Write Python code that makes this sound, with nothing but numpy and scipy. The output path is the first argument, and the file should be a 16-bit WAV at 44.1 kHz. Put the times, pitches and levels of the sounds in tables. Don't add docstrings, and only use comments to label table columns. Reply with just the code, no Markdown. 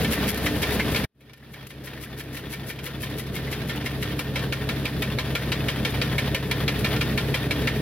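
import sys
import numpy as np
from scipy import signal
from scipy.fft import rfft, irfft
from scipy.io import wavfile
from scipy.ndimage import uniform_filter1d

SR = 44100
rng = np.random.default_rng(int(sys.argv[2]) if len(sys.argv) > 2 else 0)


def to_wav(s):
    ch = np.atleast_2d(s).T
    pcm = np.round(np.clip(ch, -1, 1) * 32767)
    wavfile.write(sys.argv[1], SR, pcm.astype(np.int16))


N = 344421
TIME = np.arange(N) / SR

# time in seconds, thickness from 0 to 1.
BRANCH_THICKNESS = [(.13, 0.62), (.29, 0.63), (.46, .2), (.63, 0.27), (.79, 0.01), (1.2, 0.13),
                    (1.55, 0.57), (1.87, 0.82), (2.37, 0.94), (2.86, 0.85), (3.36, 0.61), (4.03, 0.35),
                    (4.5, .05), (7.7, 0.1)]
# time in seconds, level in dB.
CLANK_LEVELS = [(.13, -21.5), (.29, -30), (.46, -18.5), (.63, -17), (.79, -22.5), (.96, -18.5), (1.37, -30),
                (1.54, -21), (1.87, -20), (2.1, -26), (2.53, -15.5), (3.03, -19.5), (3.2, -25.5),
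                (3.55, -21.5), (3.86, -18.5), (5.1, -16.5), (6.6, -16.5), (7.7, -18)]
KNOT_TIMES = [.46, .96, 1.87, 2.86, 3.69, 4.19, 5.19, 5.35, 5.85, 6.35, 6.68, 7.18, 7.34]
# start in seconds, knock in dB, crack in dB.
EXTRA_SNAPS = [(0.045, -19.5, -49), (0.343, -31, -25), (0.374, -36, -27), (0.707, -28, -38),
               (0.946, -18, -28.5), (1.038, -24, -40), (1.294, -21, -42), (1.333, -14, -13.5),
               (1.668, -41, -14), (2.788, -20, -33), (3.098, -43, -27), (3.265, -28, -31),
               (3.759, -40, -30), (3.81, -23, -44), (4.392, -24, -41), (6.79, -34, -30),
               (6.962, -24.5, -49), (7.617, -33, -39)]
# pitch in Hz, level in dB, ring time in seconds.
HOUSING_NOTES = [(1034, -9, .09), (1408, -7, .09), (1803, -3, .12), (2303, -2, .06), (2390, -7, .05),
                 (2820, -12, .05), (3167, -8, .08), (3960, -11, .04)]
# start in seconds, level in dB, pitch in Hz.
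BILLET_CLINKS = [(.466, -21.5, 1930), (.797, -14, 2160), (1.425, -26, 1830), (1.555, -29, 1810),
                 (1.955, -34, 1800), (2.06, -26, 1760), (2.345, -27, 1920), (3.47, -31, 2020),
                 (7.674, -16, 2130)]
# waves per engine cycle (4 is the firing rate),
# level at the outlet in dB, level by the conveyor in dB.
ENGINE_TONES = [(4, -54, -53), (8, -32, -32), (11, -42, -49.5), (12, -43, -39), (13, -39, -36.5),
                (16, -37, -27.5), (20, -39, -43.5), (26, -40, -42)]
# pitch in Hz, width in Hz, boost in dB.
BOOMING_PANELS = [(232, 69, 4), (294.8, 21.5, 10), (422.3, 26.6, 9.5), (480.6, 6.5, 5.5), (642, 14, 8)]
# frequency in Hz, level in dB.
CRUNCH_COLOUR = [(500, -7.5), (2000, 5), (5000, 1.5), (6700, -2), (9300, -2), (10400, 7), (11300, 7.5),
                 (12300, 6), (15800, -2.5)]
CLANK_COLOUR = [(200, -22.5), (500, 5), (850, -15), (1300, -3), (2000, 0), (3200, -1.5), (4000, -3.5),
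                (4500, -5), (5400, -6), (6500, -15), (9000, -18), (15000, -24)]
CLATTER_COLOUR = [(200, -23.5), (700, 5), (1100, 2.5), (1900, 2.5), (2600, 0), (3700, 0), (5000, -4.5),
                  (6200, -12.5), (8000, -22), (9300, -11), (11200, -7), (15500, -10)]
RUMBLE_COLOUR = [(20, -24.5), (40, -25), (60, -9.5), (110, -1.5), (170, 0.5), (270, -5.5), (340, -6.5),
                 (520, -7.5), (700, -14.5), (900, -30.5), (1500, -32), (4000, -40.5)]
# frequency in Hz, likeness from 0 to 1.
STEREO_LIKENESS = [(100, 0.9), (300, 0.98), (700, 0.86), (1400, 0.78), (2800, 0.83), (5000, 0.14),
                   (9000, 0.92), (15000, 0.19)]
# frequency in Hz, left minus right in dB.
LEFT_LOUDER = [(100, -0.5), (400, 0), (1400, 1.65), (2800, -1.1), (5000, 2.5), (8000, 4), (11000, 9.5),
               (15000, 8.5)]
# frequency in Hz, lead in radians.
LEFT_LEAD = [(100, 0), (900, 0.23), (2200, 0.39), (4200, 1.09), (5600, 3.5), (8000, 4), (15000, 4)]

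OUTLET_END_S, CONVEYOR_START_S, FADE_IN_S = 1.048, 1.14, 5.35
ENGINE_RPM, SPEED_WANDER_RPM = 1007.7, 1.15
CUT_EVERY_S, CUT_JITTER_S = .16581, .0005


def plan_cuts():
    at_outlet = np.arange(.130, OUTLET_END_S, CUT_EVERY_S)
    at_conveyor = np.arange(1.206, N / SR, CUT_EVERY_S)
    beat = np.r_[at_outlet, at_conveyor]
    time_luck, clank_luck, pitch_luck, tumble_luck = rng.standard_normal((4, len(beat)))
    thickness = np.clip(value_at(BRANCH_THICKNESS, beat), 0, 1)
    hits_knot = abs(beat[:, None] - KNOT_TIMES).min(axis=1) < CUT_EVERY_S / 2
    clank_db = value_at(CLANK_LEVELS, beat) + 2 * hits_knot + 0.8 * clank_luck
    billet_hz = (2313 - 494 * thickness) * np.exp(0.0557 * pitch_luck)
    tumble_db = -32 + 2.5 * thickness + 2.5 * tumble_luck
    return np.transpose([beat + CUT_JITTER_S * time_luck, thickness, clank_db, billet_hz, tumble_db])


def cutter_clanks(cuts):
    force, billet_notes, t = np.zeros(N), np.zeros(N), TIME[:SR // 4]
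    for start, _, db, billet_hz, _ in cuts:
        add(force, start, amp(db) * burst(rise=0.002, hold=0.0095, fall=0.01))
        ratios = [1, *rng.uniform(.75, 1.9, 4)]
        chord = sum(size * np.sin(2 * np.pi * (billet_hz * ratio * t + rng.random()))
                    for ratio, size in zip(ratios, [0.63, 0.33, 0.23, 0.37, 0.45]))
        add(billet_notes, start, amp(db - 1) * chord * burst(rise=.002, hold=.007, fall=.007))
    for start, knock_db, _ in EXTRA_SNAPS:
        add(force, start, amp(knock_db + 0.5) * burst(rise=.001, hold=0.003, fall=0.0062))
    blows = force * tiny_impacts(per_s=3500, spread_db=-0.5)
    steel = sum(amp(db) * ring(blows, hz, ring_s) for hz, db, ring_s in HOUSING_NOTES)
    crack = coloured(wall_echoes(blows, ring_s=0.15, echo_db=-0.5), spectrum(CLANK_COLOUR))
    return by_place(outlet_db=3.5, conveyor_db=4) * (amp(-5) * crack + amp(-10) * steel + billet_notes)


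def wood_crunches(cuts):
    strain = by_place(outlet_db=-35, conveyor_db=-43) * amp(2.6 * drift(up_to_hz=16))
    bites = np.zeros(N)
    for start, thickness, clank_db, _, _ in cuts:
        bite_s = 0.044 * thickness + .001
        bite = burst(rise=bite_s, hold=bite_s, fall=0.018 * thickness + .001)
        add(bites, start - bite_s, amp(-19.5) * thickness * bite)
        splinter_db = clank_db - 6.5 + 2.5 * rng.standard_normal()
        add(strain, start, amp(splinter_db) * burst(rise=0.0025, hold=0.0048, fall=0.012))
    for start, _, crack_db in EXTRA_SNAPS:
        add(strain, start, amp(crack_db) * burst(rise=0.0003, hold=0.0027, fall=.005))
    jerks = amp(3.6 * drift(up_to_hz=160))
    strain += bites * by_place(outlet_db=4.5, conveyor_db=-1) * jerks
    cracks = wall_echoes(strain * tiny_impacts(per_s=2200, spread_db=2.6), ring_s=.016, echo_db=4)
    return amp(2) * coloured(cracks, spectrum(CRUNCH_COLOUR))


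def chute_and_belt_clatter(cuts):
    tumbling = np.zeros(N)
    for start, _, _, _, tumble_db in cuts:
        add(tumbling, start + 0.0096, amp(tumble_db) * burst(rise=0.0048, hold=0.085, fall=0.025))
    knocks = (tumbling + amp(-36.5)) * tiny_impacts(per_s=520, spread_db=4)
    notes_hz = np.exp(rng.uniform(np.log(1400), np.log(3700), size=24))
    billet = rng.integers(len(notes_hz), size=N)
    wood = sum(ring(knocks * (billet == k), hz, ring_s=0.048) for k, hz in enumerate(notes_hz))
    drive_level = by_place(outlet_db=-30.5, conveyor_db=-37) * amp(1.25 * drift(up_to_hz=29))
    drive = drive_level * tiny_impacts(per_s=6000, spread_db=2.5)
    chute = ring(knocks + drive, hz=1830, ring_s=0.0724)
    echoing_knocks = amp(-2.5) * wall_echoes(knocks, ring_s=0.089, echo_db=15)
    rattle = coloured(echoing_knocks + drive, spectrum(CLATTER_COLOUR))
    return rattle + amp(-7.5) * wood + amp(-14.5) * chute


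def billet_clinks():
    clinks = np.zeros(N)
    shape = burst(rise=.002, hold=.005, fall=.012)
    for start, db, hz in BILLET_CLINKS:
        rough_note = evened(ring(rng.standard_normal(len(shape)), hz, ring_s=.016))
        add(clinks, start, amp(db + 3) * shape * rough_note)
    return clinks


def engine_cycles():
    rpm = ENGINE_RPM + SPEED_WANDER_RPM * drift(up_to_hz=1)
    return np.cumsum(rpm) / (2 * 60 * SR)


def exhaust_drone(cycles):
    unsteady = cycles + 0.0026 * drift(up_to_hz=11)
    gains = {multiple: amp(-48) for multiple in range(7, 29)}
    for multiple, outlet_db, conveyor_db in ENGINE_TONES:
        gains[round(multiple)] = by_place(outlet_db, conveyor_db)
    tones = sum(gain * np.cos(2 * np.pi * (multiple * unsteady + rng.random()))
                for multiple, gain in gains.items())
    return np.sqrt(2) * tones * amp(2.14 + .5 * drift(up_to_hz=35))


def engine_rumble(cycles):
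    hz = np.fft.rfftfreq(N, 1 / SR)
    boom_db = sum(db / (1 + (2 * (hz - centre) / width) ** 2) for centre, width, db in BOOMING_PANELS)
    puffs = rng.standard_normal(N) * (1 + 0.15 * np.cos(2 * np.pi * 4 * cycles))
    roar = coloured(puffs, spectrum(RUMBLE_COLOUR) + boom_db)
    return by_place(outlet_db=-23.5, conveyor_db=-24.5) * roar


def frame_boom():
    def panel(hz, ring_s=0.028):
        return evened(ring(ring(rng.standard_normal(N), hz, ring_s), hz, ring_s))

    hum = np.where(TIME < CONVEYOR_START_S, panel(hz=215), panel(hz=329))
    load = amp(-12.5 * (1 - value_at(BRANCH_THICKNESS, TIME)))
    return by_place(outlet_db=-25.5, conveyor_db=-32.5) * load * hum


def wall_echoes(x, ring_s, echo_db):
    decay = amp(-120 * TIME[:SR // 4] / ring_s)
    power = abs(signal.oaconvolve(x ** 2, decay / decay.sum())[:N])
    hiss = np.sqrt(power) * rng.standard_normal(N)
    return (x + amp(echo_db) * hiss) / np.hypot(1, amp(echo_db))


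def ring(x, hz, ring_s):
    decay, turn = 1000 ** (-1 / (ring_s * SR)), 2 * np.pi * hz / SR
    gain = np.sin(turn) * np.sqrt(2 * (1 - decay ** 2))
    return signal.lfilter([gain], [1, -2 * decay * np.cos(turn), decay ** 2], x + 1e-15)


def tiny_impacts(per_s, spread_db):
    size = amp(spread_db * np.minimum(rng.exponential(1, N), 4)) * rng.choice([-1, 1], N)
    return evened(size * (rng.random(N) < per_s / SR))


def burst(rise, hold, fall):
    t = TIME[:SR // 4]
    return np.minimum(t / rise, 1) * np.exp(-np.maximum(t - hold, 0) / fall)


def drift(up_to_hz):
    slow = np.fft.rfftfreq(N, 1 / SR) < up_to_hz
    return evened(irfft(rfft(rng.standard_normal(N)) * slow, N))


def coloured(x, db):
    cepstrum = irfft(np.log(evened(amp(db))), N)
    cepstrum[1:N // 2] *= 2
    cepstrum[N // 2 + 1:] = 0
    return irfft(rfft(x) * np.exp(rfft(cepstrum)), N)


def spectrum(table):
    hz, value = np.transpose(table)
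    return np.interp(np.log(np.fft.rfftfreq(N, 1 / SR) + 1), np.log(hz), value)


def value_at(table, seconds):
    return np.interp(seconds, *np.transpose(table))


def by_place(outlet_db, conveyor_db):
    return np.where(TIME < CONVEYOR_START_S, amp(outlet_db), amp(conveyor_db))


def add(mix, start, sound):
    part = mix[max(round(start * SR), 0):][:len(sound)]
    part += sound[:len(part)]


def amp(db):
    return 10 ** (np.asarray(db) / 20)


def evened(x):
    return x / np.sqrt(np.mean(x ** 2) + 1e-20)


def limiter(x, threshold_db, recovery_db_per_s, strength):
    treble_boosted = x - 0.19 * np.diff(x, 2, prepend=0, append=0)
    power = abs(uniform_filter1d(treble_boosted ** 2, size=130)).max(0)
    recovery_db = TIME * recovery_db_per_s
    peak_db = np.maximum.accumulate(10 * np.log10(power + 1e-12) + recovery_db) - recovery_db
    over_db = np.maximum(peak_db - threshold_db, 0)
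    return x * amp(-strength * uniform_filter1d(over_db, size=130))


def scene():
    cycles, cuts = engine_cycles(), plan_cuts()
    left, scattered = (engine_rumble(cycles) + chute_and_belt_clatter(cuts)
                       + cutter_clanks(cuts) + wood_crunches(cuts) for _ in range(2))
    likeness = np.clip(spectrum(STEREO_LIKENESS), 0, 1)
    blend = likeness * rfft(left) + np.sqrt(1 - likeness ** 2) * rfft(scattered)
    right = irfft(blend * amp(-spectrum(LEFT_LOUDER)) * np.exp(-1j * spectrum(LEFT_LEAD)), N)
    near_centre = exhaust_drone(cycles) + frame_boom() + billet_clinks()
    return np.array([left, right]) + near_centre * amp([[.3], [-.3]])


def record(dry):
    limited = amp(0.73) * limiter(dry, threshold_db=-21, recovery_db_per_s=61.5, strength=0.88)
    drop_out = np.exp(-np.maximum(TIME - OUTLET_END_S, 0) / 0.0034)
    fade_in = np.clip((TIME - CONVEYOR_START_S) / FADE_IN_S, 0, 1) ** .82
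    faded = limited * (drop_out + fade_in + amp(-56))
    low_pass = signal.firwin(511, cutoff=15900, window=("kaiser", 9), fs=SR)
    return signal.oaconvolve(faded, low_pass[None], "same")


dry = scene()
out = record(dry)
to_wav(out)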